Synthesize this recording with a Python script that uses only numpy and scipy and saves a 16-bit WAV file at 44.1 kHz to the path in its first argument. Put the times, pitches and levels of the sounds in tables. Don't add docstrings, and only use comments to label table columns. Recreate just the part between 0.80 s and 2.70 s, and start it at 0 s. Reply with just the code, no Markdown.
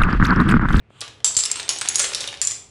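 import sys
import numpy as np
from scipy import signal
from scipy.fft import rfft, irfft, next_fast_len
from scipy.io import wavfile

SR = 44100
rng = np.random.default_rng(int(sys.argv[2]) if len(sys.argv) > 2 else 0)


def generate_wav(sig):
    pcm = np.round(np.clip(np.atleast_2d(sig).T, -1, 1) * 32767).astype(np.int16)
    wavfile.write(sys.argv[1], SR, pcm)


N = 83790
BLOW_SAMPLES = 4096
CHATTER_T60_S = 0.049


# t/s, click level/dB, click cutoff f/Hz, ring level/dB, ring f/Hz,
# upper mode level/dB, room send/dB
CLACKS = [ (0.207, -32, 8000, -44, 7480, -43, -27), (0.214, -29, 3800, -67, 7500, -40, -2),
          (.2170, -33, 4500, -36, 3430, -37.5, -19.5), (0.4447, -15.5, 6400, -26.5, 5120, -28.5, -1),
          (0.4461, -18.5, 6040, -12, 7410, -28, -2.5), (0.458, -36.5, 4430, -28, 7700, -40, 4.5),
          (0.476, -44, 6000, -20.5, 7400, -42, -4.5), (.5505, -33, 4000, -33, 4400, -52, -18),
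          (0.5666, -16.5, 6630, -19, 7780, -44, -3), (0.5691, -21, 7100, -13.5, 7340, -45, -5),
          (.5770, -28, 7000, -18.5, 7400, -50, -4), (0.5893, -21.5, 6900, -26.5, 9100, -45, -18),
          (0.595, -32, 6000, -22, 7400, -50, -9), (0.6002, -27.5, 6000, -20, 7350, -50, 0.5),
          (.6060, -29.5, 5600, -21, 7450, -50, -5), (.6369, -24.5, 4730, -23, 4900, -28, -8),
          (0.6530, -25.5, 5200, -33, 4950, -28, -9), (.6560, -40, 6000, -26, 8360, -38, -8),
          (0.6593, -25, 5570, -29, 5400, -31, -8.5), (0.715, -19.5, 8700, -17, 7520, -34, -13),
          (0.7592, -30, 3600, -33, 8320, -43, 4), (0.8911, -15, 4030, -21.5, 6790, -22, -3.5),
          (0.9865, -31, 6200, -30.5, 7900, -59, -5), (1.0124, -24, 5500, -31.5, 8330, -34.5, -2.5),
          (1.0872, -18.5, 6740, -17.5, 6670, -16.5, -9), (1.145, -33, 5000, -32.5, 9400, -47, -4),
          (1.1522, -43, 5000, -28.5, 5270, -45, -15), (1.1566, -16, 9100, -16, 6770, -20.5, -7),
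          (1.183, -27, 6600, -28, 8700, -47, 6.5), (1.1943, -18, 10000, -23, 7030, -29, -18),
          (1.1987, -23, 4830, -25.5, 6360, -24.5, 1.5), (1.2044, -30, 5570, -25, 6720, -44, -16),
          (1.215, -31, 5950, -25.5, 7430, -39, 3), (1.219, -42, 6000, -28.5, 8580, -38, 5.5),
          (1.3477, -21, 5300, -20.5, 5300, -30, -2.5), (1.3476, -34, 4530, -30, 3800, -35, -8),
          (1.4060, -25.5, 5070, -30, 5470, -35.5, -1), (1.4752, -30, 5800, -29.5, 3644, -39, -4),
          (1.4790, -37, 4000, -34.5, 3700, -48, -6), (1.4877, -39, 3500, -33.5, 2900, -55, -5),
          (1.6155, -18, 6900, -19, 7230, -27, -1), (1.6508, -45, 6040, -22.5, 7100, -35, -15),
          (1.6721, -22, 7450, -15.5, 7210, -31, -3.5), (1.711, -28, 8000, -31, 7450, -45, -0.5),
          (1.7176, -33, 6500, -28.5, 7030, -54, -17)]
# f/Hz, level/dB
CLACK_COLOUR = [(100, -21.5), (300, -24), (550, -17.5), (900, -11), (1800, -13.5), (3300, -3), (5300, 4),
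                (8000, 5), (16000, 1.5)]
# ratio to ring pitch, level/dB re ring, undamped t60/s
NEIGHBOUR_MODES = [(.92, -33, 0.0025), (1.055, -7.5, 0.011)]

def clacks():
    free_hz, free_t60_s, upper_hz = 7400, 0.028, 10130
    direct, send = np.zeros((2, N))
    for s, click_db, bright_hz, ring_db, ring_hz, upper_db, room_db in CLACKS:
        freedom = np.clip((ring_hz / free_hz) ** 2, 0.39, 1)
        clack = contact(click_db, bright_hz, CLACK_COLOUR)
        clack += mode(ring_hz, free_t60_s * freedom, ring_db)
        for ratio, db, t60 in NEIGHBOUR_MODES:
            clack += mode(ring_hz * ratio, t60 * freedom, ring_db + db)
        detune = 1 + 0.006 * rng.standard_normal()
        clack += mode(upper_hz * detune, t60=0.015, db=upper_db)
        add(direct, s, clack)
        add(send, s, clack * undb(room_db))
    return np.array([direct, send])


def contact(db, bright_hz, tone):
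    rise_s, hard_t60_s, hard_hz = 0.00043, 0.0034, 8000
    t = np.arange(BLOW_SAMPLES) / SR
    click, chatter = rng.standard_normal((2, BLOW_SAMPLES)) * np.minimum(t / rise_s, 1)
    click *= fade(t, hard_t60_s * np.sqrt(hard_hz / bright_hz))
    chatter *= fade(t, CHATTER_T60_S)
    force = unit(click) + undb(-2) * unit(chatter)
    lowpass = signal.butter(2, min(bright_hz, SR / 3), fs=SR)
    return burst(signal.lfilter(*lowpass, colour(force, tone)), db)


def mode(hz, t60, db, rise_s=0.00022):
    t = np.arange(BLOW_SAMPLES) / SR
    ring = np.sin(2 * np.pi * hz * t) * fade(t, t60) * np.minimum(t / rise_s, 1)
    chatter = unit(rng.standard_normal(BLOW_SAMPLES) * fade(t, CHATTER_T60_S))
    push = (t == 0) + 0.47 * chatter
    return burst(signal.fftconvolve(ring, push)[:BLOW_SAMPLES], db)


# t/s, level/dB, cutoff f/Hz
KNOCKS = [ (0.2214, -34, 2000), (.2380, -40.5, 1920), (.2790, -37.5, 4100), (0.4033, -48, 1600),
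          (0.5086, -38, 1820), (0.7571, -33, 2760), (.7700, -37.5, 2430), (0.7973, -27, 3340),
          (0.8005, -29, 4520), (0.8296, -32, 3360), (0.8799, -34, 3560), (.9048, -27, 3480),
          (.9100, -29.5, 4500), (0.9619, -34.5, 3540), (1.0165, -23.5, 3044), (1.0540, -34, 1280),
          (1.0583, -29, 3980), (1.0766, -28, 3500), (1.1006, -38, 4020), (1.2015, -22.5, 3560),
          (1.241, -25, 2620), (1.2437, -22.5, 5030), (1.254, -28.5, 3700), (1.319, -32.5, 1770),
          (1.3315, -33, 4500), (1.3360, -27, 4860), (1.3531, -29.5, 5640), (1.411, -28, 4720),
          (1.4411, -30, 3860), (1.5275, -33, 2050), (1.541, -35, 2860), (1.573, -41.5, 3800)]
# f/Hz, level/dB
LANDING_COLOUR = [(100, -24.5), (300, -17.5), (550, -10), (900, -11), (1800, -7), (3300, -0.5), (5300, 0.5),
                  (8000, 1.5), (16000, 5.5)]

def knocks():
    out = np.zeros(N)
    for s, db, bright_hz in KNOCKS:
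        add(out, s, contact(db, bright_hz, LANDING_COLOUR))
    return with_send(out, room_db=-5.5)


# t/s, level/dB
RATTLE_LEVELS = [(.55, -53), (.68, -37.5), (.78, -42.5), (.86, -53), (.93, -47), (1.12, -36.5),
                 (1.239, -34), (1.31, -40.5), (1.43, -39), (1.52, -58), (1.6, -51.5), (1.71, -43),
                 (1.77, -70)]

def rattle(ticks_per_s=100, scatter_db=4, bright_hz=3800):
    out = np.zeros(N)
    times, levels = np.array(RATTLE_LEVELS).T
    starts = np.arange(times[0], times[-1], 1 / ticks_per_s)
    for s, (late, size, bright) in zip(starts, rng.standard_normal((len(starts), 3))):
        db = np.interp(s, times, levels) + scatter_db * min(size, 1.5)
        tick = contact(db, bright_hz * np.exp(0.16 * bright), LANDING_COLOUR)
        add(out, s + 0.5 * late / ticks_per_s, tick)
    return with_send(out, room_db=0.5)


# t/s, f/Hz, level/dB
HOLLOW_RINGS = [(0.2211, 1167, -38), (1.1985, 566, -33), (1.3195, 563, -37.5), (1.4063, 561, -36.5),
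                (1.4748, 567, -37.5)]

def hollow_rings(t60_cycles=120):
    out, t = np.zeros(N), np.arange(N // 4) / SR
    for s, hz, db in HOLLOW_RINGS:
        ring = np.sin(2 * np.pi * hz * t) * fade(t, t60_cycles / hz)
        add(out, s, burst(ring, db))
    return with_send(out, room_db=-10)


# f/Hz, level/dB
SCRAPE_COLOUR = [(300, -18), (1150, 1.5), (1900, -9.5), (3300, 2), (5500, -23.5), (7500, -11.5),
                 (12000, -26)]

def scrape(start_s=0.099, end_s=0.26, end_db=-43, swell_db=21.5):
    progress = (np.arange(N) / SR - start_s) / (end_s - start_s)
    sliding = (progress > 0) & (progress < 1)
    db = end_db - swell_db * (1 - np.clip(progress, 0, 1))
    return with_send(noise(SCRAPE_COLOUR, db) * sliding, room_db=0)


# t/s, level/dB, cutoff f/Hz
BUMPS = [(.1050, -47.5, 1300), (.5685, -33, 380)]
# f/Hz, level/dB
BUMP_COLOUR = [(30, -29), (70, 2), (130, -4), (300, -1), (3000, -10), (7000, -18)]

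def bumps():
    out, t = np.zeros(N), np.arange(BLOW_SAMPLES) / SR
    for s, db, cutoff_hz in BUMPS:
        grit = unit(rng.standard_normal(BLOW_SAMPLES) * fade(t, t60=0.015))
        push = (t == 0) + 0.55 * grit
        lowpass = signal.butter(2, cutoff_hz, fs=SR)
        add(out, s, burst(signal.lfilter(*lowpass, colour(push, BUMP_COLOUR)), db))
    return out


# f/Hz, t60/s
ROOM_DECAY = [(200, 2.2), (600, 0.93), (1500, 0.42), (4000, 0.44), (7500, 0.3573), (12000, 0.39)]
# f/Hz, level/dB
ROOM_COLOUR = [(150, -2.5), (400, 4), (570, -1.5), (800, 1), (2000, 2.5), (5000, -1.5), (7400, 1),
               (10000, -2.5), (14000, -2)]

def room_response(echo_count=10, delay_s=0.004, build_s=0.0045, echo_span_s=0.025):
    t = np.arange(N // 2) / SR
    spectrum = rfft(rng.standard_normal(len(t)))
    hz = np.arange(len(spectrum)) * SR / len(t)
    tail, echoes = np.zeros((2, len(t)))
    for centre, t60 in ROOM_DECAY:
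        band = lookup([(f, f == centre) for f, _ in ROOM_DECAY], hz)
        tail += irfft(spectrum * band, len(t)) * fade(t, t60)
    tail *= np.clip((t - delay_s) / build_s, 0, 1)
    for lag, size in rng.uniform(-0.91, 1, (echo_count, 2)):
        echoes[int((delay_s + abs(lag) * echo_span_s) * SR)] += size
    reflections = unit(tail) + undb(-13) * unit(echoes)
    return colour(unit(reflections), ROOM_COLOUR)


def reverberate(send, places=7):
    position = np.linspace(0, places - 1, N)
    out = np.zeros(N)
    for place in range(places):
        share = np.sqrt(np.maximum(1 - abs(position - place), 0))
        out += signal.fftconvolve(send * share, room_response())[:N]
    return out


# f/Hz, level/dB
AIR_COLOUR = [(20, -21), (40, -23), (62, 6), (85, 0), (120, 7.5), (170, -7), (400, -10.5), (1000, -22),
              (2500, -22.5), (5000, -43), (16000, -61)]

def room_tone(air_db=-51, hum_hz=110.2, hum_db=-58):
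    hum = np.sqrt(2) * undb(hum_db) * np.sin(2 * np.pi * hum_hz * np.arange(N) / SR)
    return noise(AIR_COLOUR, air_db) + hum


def undb(db):
    return 10 ** (np.asarray(db) / 20)


def unit(x):
    return x / np.sqrt(np.sum(x ** 2) + 1e-18)


def burst(x, db):
    return unit(x) * undb(db) * np.sqrt(SR / 100)


def noise(tone, db):
    return unit(colour(rng.standard_normal(N), tone)) * np.sqrt(N) * undb(db)


def lookup(points, hz):
    freqs, values = np.array(points, float).T
    return np.interp(np.log(np.maximum(hz, 1)), np.log(freqs), values)


def colour(x, points):
    size = 2 * next_fast_len(len(x))
    hz = np.arange(size // 2 + 1) * SR / size
    cepstrum = irfft(np.log(undb(lookup(points, hz))))
    cepstrum[1:size // 2] *= 2
    cepstrum[size // 2 + 1:] = 0
    return irfft(rfft(x, size) * np.exp(rfft(cepstrum)))[:len(x)]


def fade(t, t60):
    return np.exp(-np.log(1000) * t / t60)


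def add(track, start_s, x):
    i = int(np.clip(start_s * SR, 0, N - 1))
    track[i:i + len(x)] += x[:N - i]


def with_send(direct, room_db):
    return np.array([direct, direct * undb(room_db)])


def scene():
    background = room_tone() + bumps()
    direct, send = clacks() + knocks() + hollow_rings() + rattle() + scrape()
    return (direct + reverberate(send) + background)[None]


# f/Hz, level/dB
MIC_RESPONSE = [(20, -5), (9000, -1), (10300, -3.5), (11000, -12), (12200, -17), (15000, -13), (16500, -56)]

def record(dry, ceiling=0.76, top_hz=16000):
    rounded = dry[0] / (1 + (dry[0] / ceiling) ** 4) ** (1 / 4)
    lowpass = signal.ellip(8, 0.2, 70, top_hz, fs=SR, output="sos")
    return signal.sosfilt(lowpass, colour(rounded, MIC_RESPONSE))[None]


dry = scene()
out = record(dry)
generate_wav(out)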